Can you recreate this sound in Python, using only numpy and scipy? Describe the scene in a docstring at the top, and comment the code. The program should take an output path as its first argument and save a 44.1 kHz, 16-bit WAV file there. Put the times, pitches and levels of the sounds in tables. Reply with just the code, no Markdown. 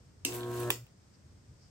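"""A switch clacks, a buzz grows harder and harder, hot metal sizzles and spits, and a sharp pop ends it.
A home-made spot welder makes one weld on thin sheet metal, close by in a small workshop.
The buzz is a sum of waves at and around multiples of twice the mains rate, with some rough noise.
Clack, spits and pop are short noise bursts; struck metal adds fading tones. The sizzle is pulsing noise.
A low hum lingers briefly over rumble and hiss, both made of filtered noise."""
import sys
import numpy as np
from scipy import signal
from scipy.fft import rfft, irfft, next_fast_len
from scipy.io import wavfile

SR = 44100
rng = np.random.default_rng(int(sys.argv[2]) if len(sys.argv) > 2 else 0)


def wav_out(sig):
    """Save sig, one row per channel (or a flat mono array), as 16-bit PCM at SR to the path in sys.argv[1]."""
    wavfile.write(sys.argv[1], SR, np.round(np.clip(np.atleast_2d(sig).T, -1, 1) * 32767).astype(np.int16))


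N = 74970
T = np.arange(N) / SR   # time in seconds
LEFT_RIGHT = np.array([[1], [-1]])   # opposite signs for the two channels

# Waves in the buzz. Each row: multiple of the buzz rate, rms level early in the weld in dB,
# rms level late in the weld in dB, both before the swell of the current.
BUZZ_PARTIALS = [(1, -40, -39.5), (2, -50.5, -56), (2.5, -56.5, -56.5), (3, -37, -38.5), (3.5, -74, -70),
                 (4, -47.5, -48), (5, -64, -46.5), (5.5, -55, -62.5), (6, -54.5, -54), (7, -68.5, -64),
                 (8, -52.5, -51.5), (9, -49, -51.5), (10, -65, -64), (11, -60, -50.5), (12, -62, -74),
                 (13, -56, -58), (14, -61, -53.5), (15, -83, -59.5)]
# Colour of the rough part of the buzz. Each row: frequency in Hz, relative level in dB.
RASP_COLOUR = [(25, -25), (65, -4), (150, -5), (290, -0.5), (500, -2), (1000, -12), (1700, -10.5),
               (2300, -38), (6000, -41)]
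# Colour of the sizzle. Each row: frequency in Hz, relative level in dB.
SIZZLE_COLOUR = [(500, 9), (1500, -0.5), (2800, 4.5), (5000, -3), (8500, 1.5), (10200, -5.5), (11800, 2.5),
                 (13800, -10), (15500, -0.5)]
# Loudness of the sizzle over time. Each row: time in seconds, level in dB.
SIZZLE_LEVEL = [(.26, -47), (.315, -47.5), (.345, -43), (.385, -50), (.43, -58), (.49, -54.5), (.55, -48),
                (.61, -46.5), (.65, -49), (.69, -51.5)]
# Colour of the arcs and spits. Each row: frequency in Hz, relative level in dB.
ARC_COLOUR = [(60, -36), (1000, -33), (6000, -27), (8400, 9.5), (10000, -4.5), (11300, 7), (12800, 7.5),
              (14000, -11), (15500, 6.5)]
# Single spits. Each row: start in seconds, starting level in dB.
SPITS = [(.3185, -39), (.3345, -31), (.5433, -41), (.5605, -45), (.5675, -41), (.594, -38), (.6012, -28),
         (.610, -39), (.626, -42), (.6345, -42), (.866, -56)]
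# Sparks that land. Each row: start in seconds, starting level in dB.
SPARK_LANDINGS = [(.323, -38), (.3305, -50), (.407, -38), (.4325, -31), (.867, -55)]
# Colour of a landing spark. Each row: frequency in Hz, relative level in dB.
LANDING_COLOUR = [(500, 3), (1500, 6.5), (3200, 21.5), (6000, -7.5), (15000, -25)]
# The pop is a quick double crack. Each row: start in seconds, relative level in dB.
POP_CRACKS = [(.7038, 5), (.7047, -1)]
# Colour of the pop heard directly. Each row: frequency in Hz, relative level in dB.
POP_COLOUR = [(60, -11.5), (450, 2), (780, -27), (1100, -0.5), (1800, 2.5), (2080, -9.5), (2600, 7),
              (3050, -1.5), (3500, 13), (4400, -16), (5200, -3.5), (7300, -5), (9300, -1), (11500, -6),
              (15000, 4)]
# Colour of the pop as it spreads all round into the room. Each row: frequency in Hz, relative level in dB.
POP_AROUND_COLOUR = [(60, -14.5), (250, 0), (450, -1), (1100, -3), (1800, 2), (2600, 4.5), (3100, 1),
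                     (5000, -4), (7500, -2), (10000, -2), (12000, 5), (15000, 2)]
# Ringing of the sheet and tongs at the pop. Each row: frequency in Hz, starting level in dB,
# time to fall by 60 dB in seconds.
POP_MODES = [(430, -25, .022), (1100, -21, .013), (1800, -25, .012), (2600, -25, .016), (3550, -26, .014),
             (10800, -20, .008), (12400, -19, .008), (15000, -22, .008)]
# The contacts close and bounce. Each row: start in seconds, relative level in dB.
CONTACTS = [(.2497, 3), (.2509, 2), (.2526, -3.5)]
# Colour of the clack. Each row: frequency in Hz, relative level in dB.
CLACK_COLOUR = [(60, -47.5), (300, -8.5), (900, -19), (2000, -12), (2450, 0), (2750, 13.5), (3200, -7),
                (3800, -2.5), (5000, -1.5), (8000, -2.5), (10500, -11.5), (12500, 1.5), (16000, -2.5)]
# Ringing of the switch. Each row: frequency in Hz, level in dB, time to fall by 60 dB in seconds.
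SWITCH_MODES = [(2720, -44, 0.042), (2800, -38.5, 0.066), (4730, -58, .015), (5630, -54, 0.04),
                (7080, -37.5, 0.04), (8580, -26, .02), (12220, -58, 0.0087)]
# Thump of the case as the current comes on. Each row: frequency in Hz, level in dB,
# time to fall by 60 dB in seconds.
THUMP_MODES = [(275.4, -41, 0.21), (289, -37.5, 0.13), (447, -48, 0.3)]
# How strongly the room answers. Each row: frequency in Hz, level in dB.
ROOM_COLOUR = [(100, -4), (300, 3.5), (700, 1), (1500, -6), (2100, -7), (2700, -11), (4200, -2), (6000, -1),
               (8500, -2.5), (10500, -12), (15500, -12.5)]
# Colour of the rumble. Each row: frequency in Hz, relative level in dB.
RUMBLE_COLOUR = [(25, -21.5), (50, 0), (82, 5.5), (120, 5.5), (170, -4), (300, -12), (600, -21.5),
                 (1500, -60.5)]
# Loudness of the rumble over time. Each row: time in seconds, level in dB.
RUMBLE_LEVEL = [(0, -59), (.22, -58), (.95, -61.5), (1.15, -62.5), (1.29, -57), (1.39, -58), (1.54, -56.5),
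                (1.7, -60)]
# Colour of the steady hiss. Each row: frequency in Hz, relative level in dB.
HISS_COLOUR = [(25, -8.5), (200, 13), (700, 3), (1500, 0), (2900, -6), (4000, -6.5), (5100, -0.5),
               (6500, -4.5), (8700, -4.5), (10200, -32.5), (12000, -13), (14000, -34.5)]
# Faint swells of hiss. Each row: time of the peak in seconds, width in seconds, level at the peak in dB.
HISS_SWELLS = [(1.15, 0.016, -68), (1.64, 0.053, -68)]
# Colour of those swells. Each row: frequency in Hz, relative level in dB.
SWELL_COLOUR = [(2000, -21), (4000, -11.5), (5000, 5.5), (6500, -9.5), (9000, -26.5), (12000, -38)]

ON_S, OFF_S, HUM_END_S = .2494, .7037, .845
BUZZ_HZ = 119.88
BUZZ_ATTACK_S, BUZZ_RELEASE_S, CURRENT_DB_PER_S = 0.036, 0.0095, 16
SURGE_S, SURGE_RISE_S = 0.58, 0.099   # the partials glide to their late levels
RATTLE_S, RATTLE_RISE_S = 0.317, 0.013   # the upper partials reach full strength late
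RATTLE_ABOVE_HZ, BEFORE_RATTLE_DB = 450, -3
PULSE_S, BUZZ_LAG_S = .6968, .0001   # time of one buzz pulse; the right port hears it later
PHASE_SPREAD, WAVER_DB, LINGER_DB = 0.84, 1.3, -49.5   # spread in radians
RASP_DB, RASP_SIDE = -46.5, 0.64
SIZZLE_STEADY, SIZZLE_PULSE_S, SIZZLE_ROUGH_DB, SIZZLE_SIDE = 0.83, 0.0024, 3, 0.74
ARCS_S, ARCS_DB, ARCS_DB_PER_S, ARC_DECAY_S = .3403, -30, -170, 0.0013
LANDING_DECAY_S = 0.0018
POP_DB, POP_DECAY_S, POP_WET_DB = -15, 0.0014, -1.5   # wet: extra gain into the room
CLACK_DB, CLACK_DECAY_S, THUMP_S = -20.5, 0.0018, .2535
SWITCH_WET_DB, RING_WET_DB = 3, -7.5   # the ring sends less into the room than the clack
SWITCH_LAG_S, WELD_LAG_S, PORTS_APART_HZ = 0.000102, 0.0001729, 1960
ROOM_T60_S, ROOM_BUILD_S, ROOM_ALIKE_HZ = 0.23, 0.0018, 1100
RUMBLE_SIDE, HISS_DB, HISS_SIDE, HISS_PAN_DB = .15, -66.5, 0.94, 1
LOW_CUT_HZ, CUTOFF_HZ = 43, 15800


def amp(db):
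    """Turn decibels into gain."""
    return 10 ** (np.asarray(db) / 20)


def rms_one(x):
    """Scale to unit rms."""
    return x / np.sqrt(np.mean(x ** 2) + 1e-20)


def level(rows):
    """Gain along a curve of times and decibels."""
    return amp(np.interp(T, *np.transpose(rows)))


def colour(x, spectrum, keep_power=True):
    """Filter with the given spectrum, without sounding ahead of the input (minimum phase)."""
    size = next_fast_len(2 * N)
    hz, db = np.transpose(spectrum)
    bins_hz = np.arange(size // 2 + 1) * SR / size
    gain = amp(np.interp(np.log(bins_hz + 1), np.log(hz), db))
    if keep_power:
        gain = rms_one(gain)
    # folding the cepstrum forward in time gives the phase
    cepstrum = irfft(np.log(gain), size)
    cepstrum[1:size // 2] *= 2
    cepstrum[size // 2 + 1:] = 0
    response = np.exp(rfft(cepstrum))
    return irfft(rfft(x, size) * response, size)[..., :N]


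def noise(spectrum, side):
    """Stereo noise of unit rms; side weighs the part that differs between the ears."""
    mid, diff = colour(rng.standard_normal((2, N)), spectrum)
    return rms_one(mid + side * diff * LEFT_RIGHT)


def drift(rate):
    """Random wandering through rate new values a second, drawn with spread 1."""
    return np.interp(T * rate, np.arange(N), rng.standard_normal(N))


def dying(start, decay_s):
    """Sudden start, then exponential decay."""
    return (T >= start) * np.exp(-np.maximum(T - start, 0) / decay_s)


def bursts(rows, decay_s, spectrum):
    """A short crack of noise for each row of start and level."""
    power = sum((amp(db) * dying(start, decay_s)) ** 2 for start, db in rows)
    return colour(np.sqrt(power) * rng.choice([-1, 1], N), spectrum)


def ring(start, modes):
    """Struck metal: each mode is a sine that dies away."""
    out = 0
    for hz, db, t60 in modes:
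        envelope = amp(db) * dying(start, t60 / np.log(1000))
        out = out + envelope * np.sin(2 * np.pi * hz * (T - start))
    return out


def ports(x, lag_s):
    """Two microphone ports: alike in the bass, the left one later in the treble."""
    low = signal.sosfiltfilt(signal.butter(2, PORTS_APART_HZ, fs=SR, output="sos"), x)
    treble = x - low
    return low + np.array([np.interp(T + way * lag_s / 2, T, treble) for way in (-1, 1)])


def transformer():
    """Mains partials and rasp swell with the current, then fall at the pop; the lowest partial lingers."""
    after_off = np.maximum(T - OFF_S, 0)
    swell = amp(CURRENT_DB_PER_S * np.minimum(T - OFF_S, 0))
    attack = 1 - np.exp(-np.maximum(T - ON_S, 0) / BUZZ_ATTACK_S)
    # most of it stops fast, a smaller part fades slowly
    release = 0.77 * np.exp(-after_off / BUZZ_RELEASE_S) + 0.28 * amp(-60 * after_off / .3)
    current = swell * release * attack
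    rattle = amp(BEFORE_RATTLE_DB * np.clip(1 - (T - RATTLE_S) / RATTLE_RISE_S, 0, 1))
    linger = amp(LINGER_DB) * (T > OFF_S) * np.clip((HUM_END_S - T) / 0.0052 + .5, 0, 1)
    surge = np.clip((T - SURGE_S) / SURGE_RISE_S, 0, 1)
    buzz = 0
    for multiple, early_db, late_db in BUZZ_PARTIALS:
        db = early_db + surge * (late_db - early_db)
        hz = BUZZ_HZ * round(2 * multiple) / 2
        gain = amp(db + WAVER_DB * drift(30)) * current
        if hz > RATTLE_ABOVE_HZ:
            gain = gain * rattle
        if hz == BUZZ_HZ:
            gain = np.maximum(gain, linger)
        phase = PHASE_SPREAD * rng.standard_normal() + np.pi * hz * BUZZ_LAG_S * LEFT_RIGHT
        buzz = buzz + np.sqrt(2) * gain * np.cos(2 * np.pi * hz * (T - PULSE_S) + phase)
    return buzz + amp(RASP_DB) * current * noise(RASP_COLOUR, RASP_SIDE)


def sizzle():
    """Hot metal fizzes: noise that flares on every current peak."""
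    since_peak = (T - ARCS_S) % (1 / BUZZ_HZ)
    pulse = SIZZLE_STEADY + np.exp(-since_peak / SIZZLE_PULSE_S)
    flare = rms_one(pulse * amp(SIZZLE_ROUGH_DB * drift(700)))
    weld_on = (T > ON_S) * (T < OFF_S)
    return level(SIZZLE_LEVEL) * weld_on * flare * noise(SIZZLE_COLOUR, SIZZLE_SIDE)


def sparks():
    """A fading run of ten arcs, one on each current peak, with single spits and sparks that land."""
    run = [(ARCS_S + s, ARCS_DB + ARCS_DB_PER_S * s) for s in np.arange(10) / BUZZ_HZ]
    spits = bursts(run + SPITS, ARC_DECAY_S, ARC_COLOUR)
    landings = bursts(SPARK_LANDINGS, LANDING_DECAY_S, LANDING_COLOUR)
    return ports(spits + landings, WELD_LAG_S)


def pop():
    """The weld ends with a sharp double crack that rings the sheet and tongs."""
    crack = amp(POP_DB) * bursts(POP_CRACKS, POP_DECAY_S, POP_COLOUR)
    return ports(crack + ring(POP_CRACKS[0][0], POP_MODES), WELD_LAG_S)


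def pop_around():
    """The crack as it spreads in all directions into the room, with its own colour."""
    return amp(POP_DB + POP_WET_DB) * bursts(POP_CRACKS, POP_DECAY_S, POP_AROUND_COLOUR)


def switch(ring_db=0):
    """The contacts clack shut and bounce, the switch rings, then the case thumps."""
    clack = amp(CLACK_DB) * bursts(CONTACTS, CLACK_DECAY_S, CLACK_COLOUR)
    body = ring(CONTACTS[0][0], SWITCH_MODES) + ring(THUMP_S, THUMP_MODES)
    return ports(clack + amp(ring_db) * body, SWITCH_LAG_S)


def workshop(x):
    """Dense reflections that die quickly, alike at both ears in the bass."""
    mid, side = rng.standard_normal((2, N))
    side = signal.sosfilt(signal.butter(1, ROOM_ALIKE_HZ, "high", fs=SR, output="sos"), side)
    build_up = 1 - np.exp(-(T / ROOM_BUILD_S) ** 2)
    tail = np.array([mid + side, mid - side]) * amp(-60 * T / ROOM_T60_S) * build_up
    tail = colour(rms_one(tail) / np.sqrt(N), ROOM_COLOUR, keep_power=False)
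    return signal.fftconvolve(x, tail, axes=1)[:, :N]


def background():
    """Uneven low rumble and a faint hiss, slightly louder on the left, that swells twice."""
    rumble = level(RUMBLE_LEVEL) * amp(1.0 * drift(25)) * noise(RUMBLE_COLOUR, RUMBLE_SIDE)
    hiss = amp(HISS_DB + 0.45 * drift(19.75)) * noise(HISS_COLOUR, HISS_SIDE)
    swells = sum(amp(db) * np.exp(-((T - peak) / width) ** 2) for peak, width, db in HISS_SWELLS)
    hiss = hiss + swells * noise(SWELL_COLOUR, HISS_SIDE)
    return rumble + hiss * amp(HISS_PAN_DB / 2 * LEFT_RIGHT)


def scene():
    """The welder in its room; switch, sizzle, sparks and pop excite the reverberation."""
    weld = sizzle() + sparks()
    spreading_pop = pop_around()
    room = workshop(amp(SWITCH_WET_DB) * switch(RING_WET_DB) + weld + spreading_pop)
    return switch() + weld + pop() + room + transformer() + background()


def record(dry):
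    """Filters cut the deepest bass and the top of the treble."""
    dry = signal.sosfilt(signal.butter(2, LOW_CUT_HZ, "high", fs=SR, output="sos"), dry)
    return signal.sosfilt(signal.ellip(10, .2, 80, CUTOFF_HZ, fs=SR, output="sos"), dry)


dry = scene()
out = record(dry)
wav_out(out)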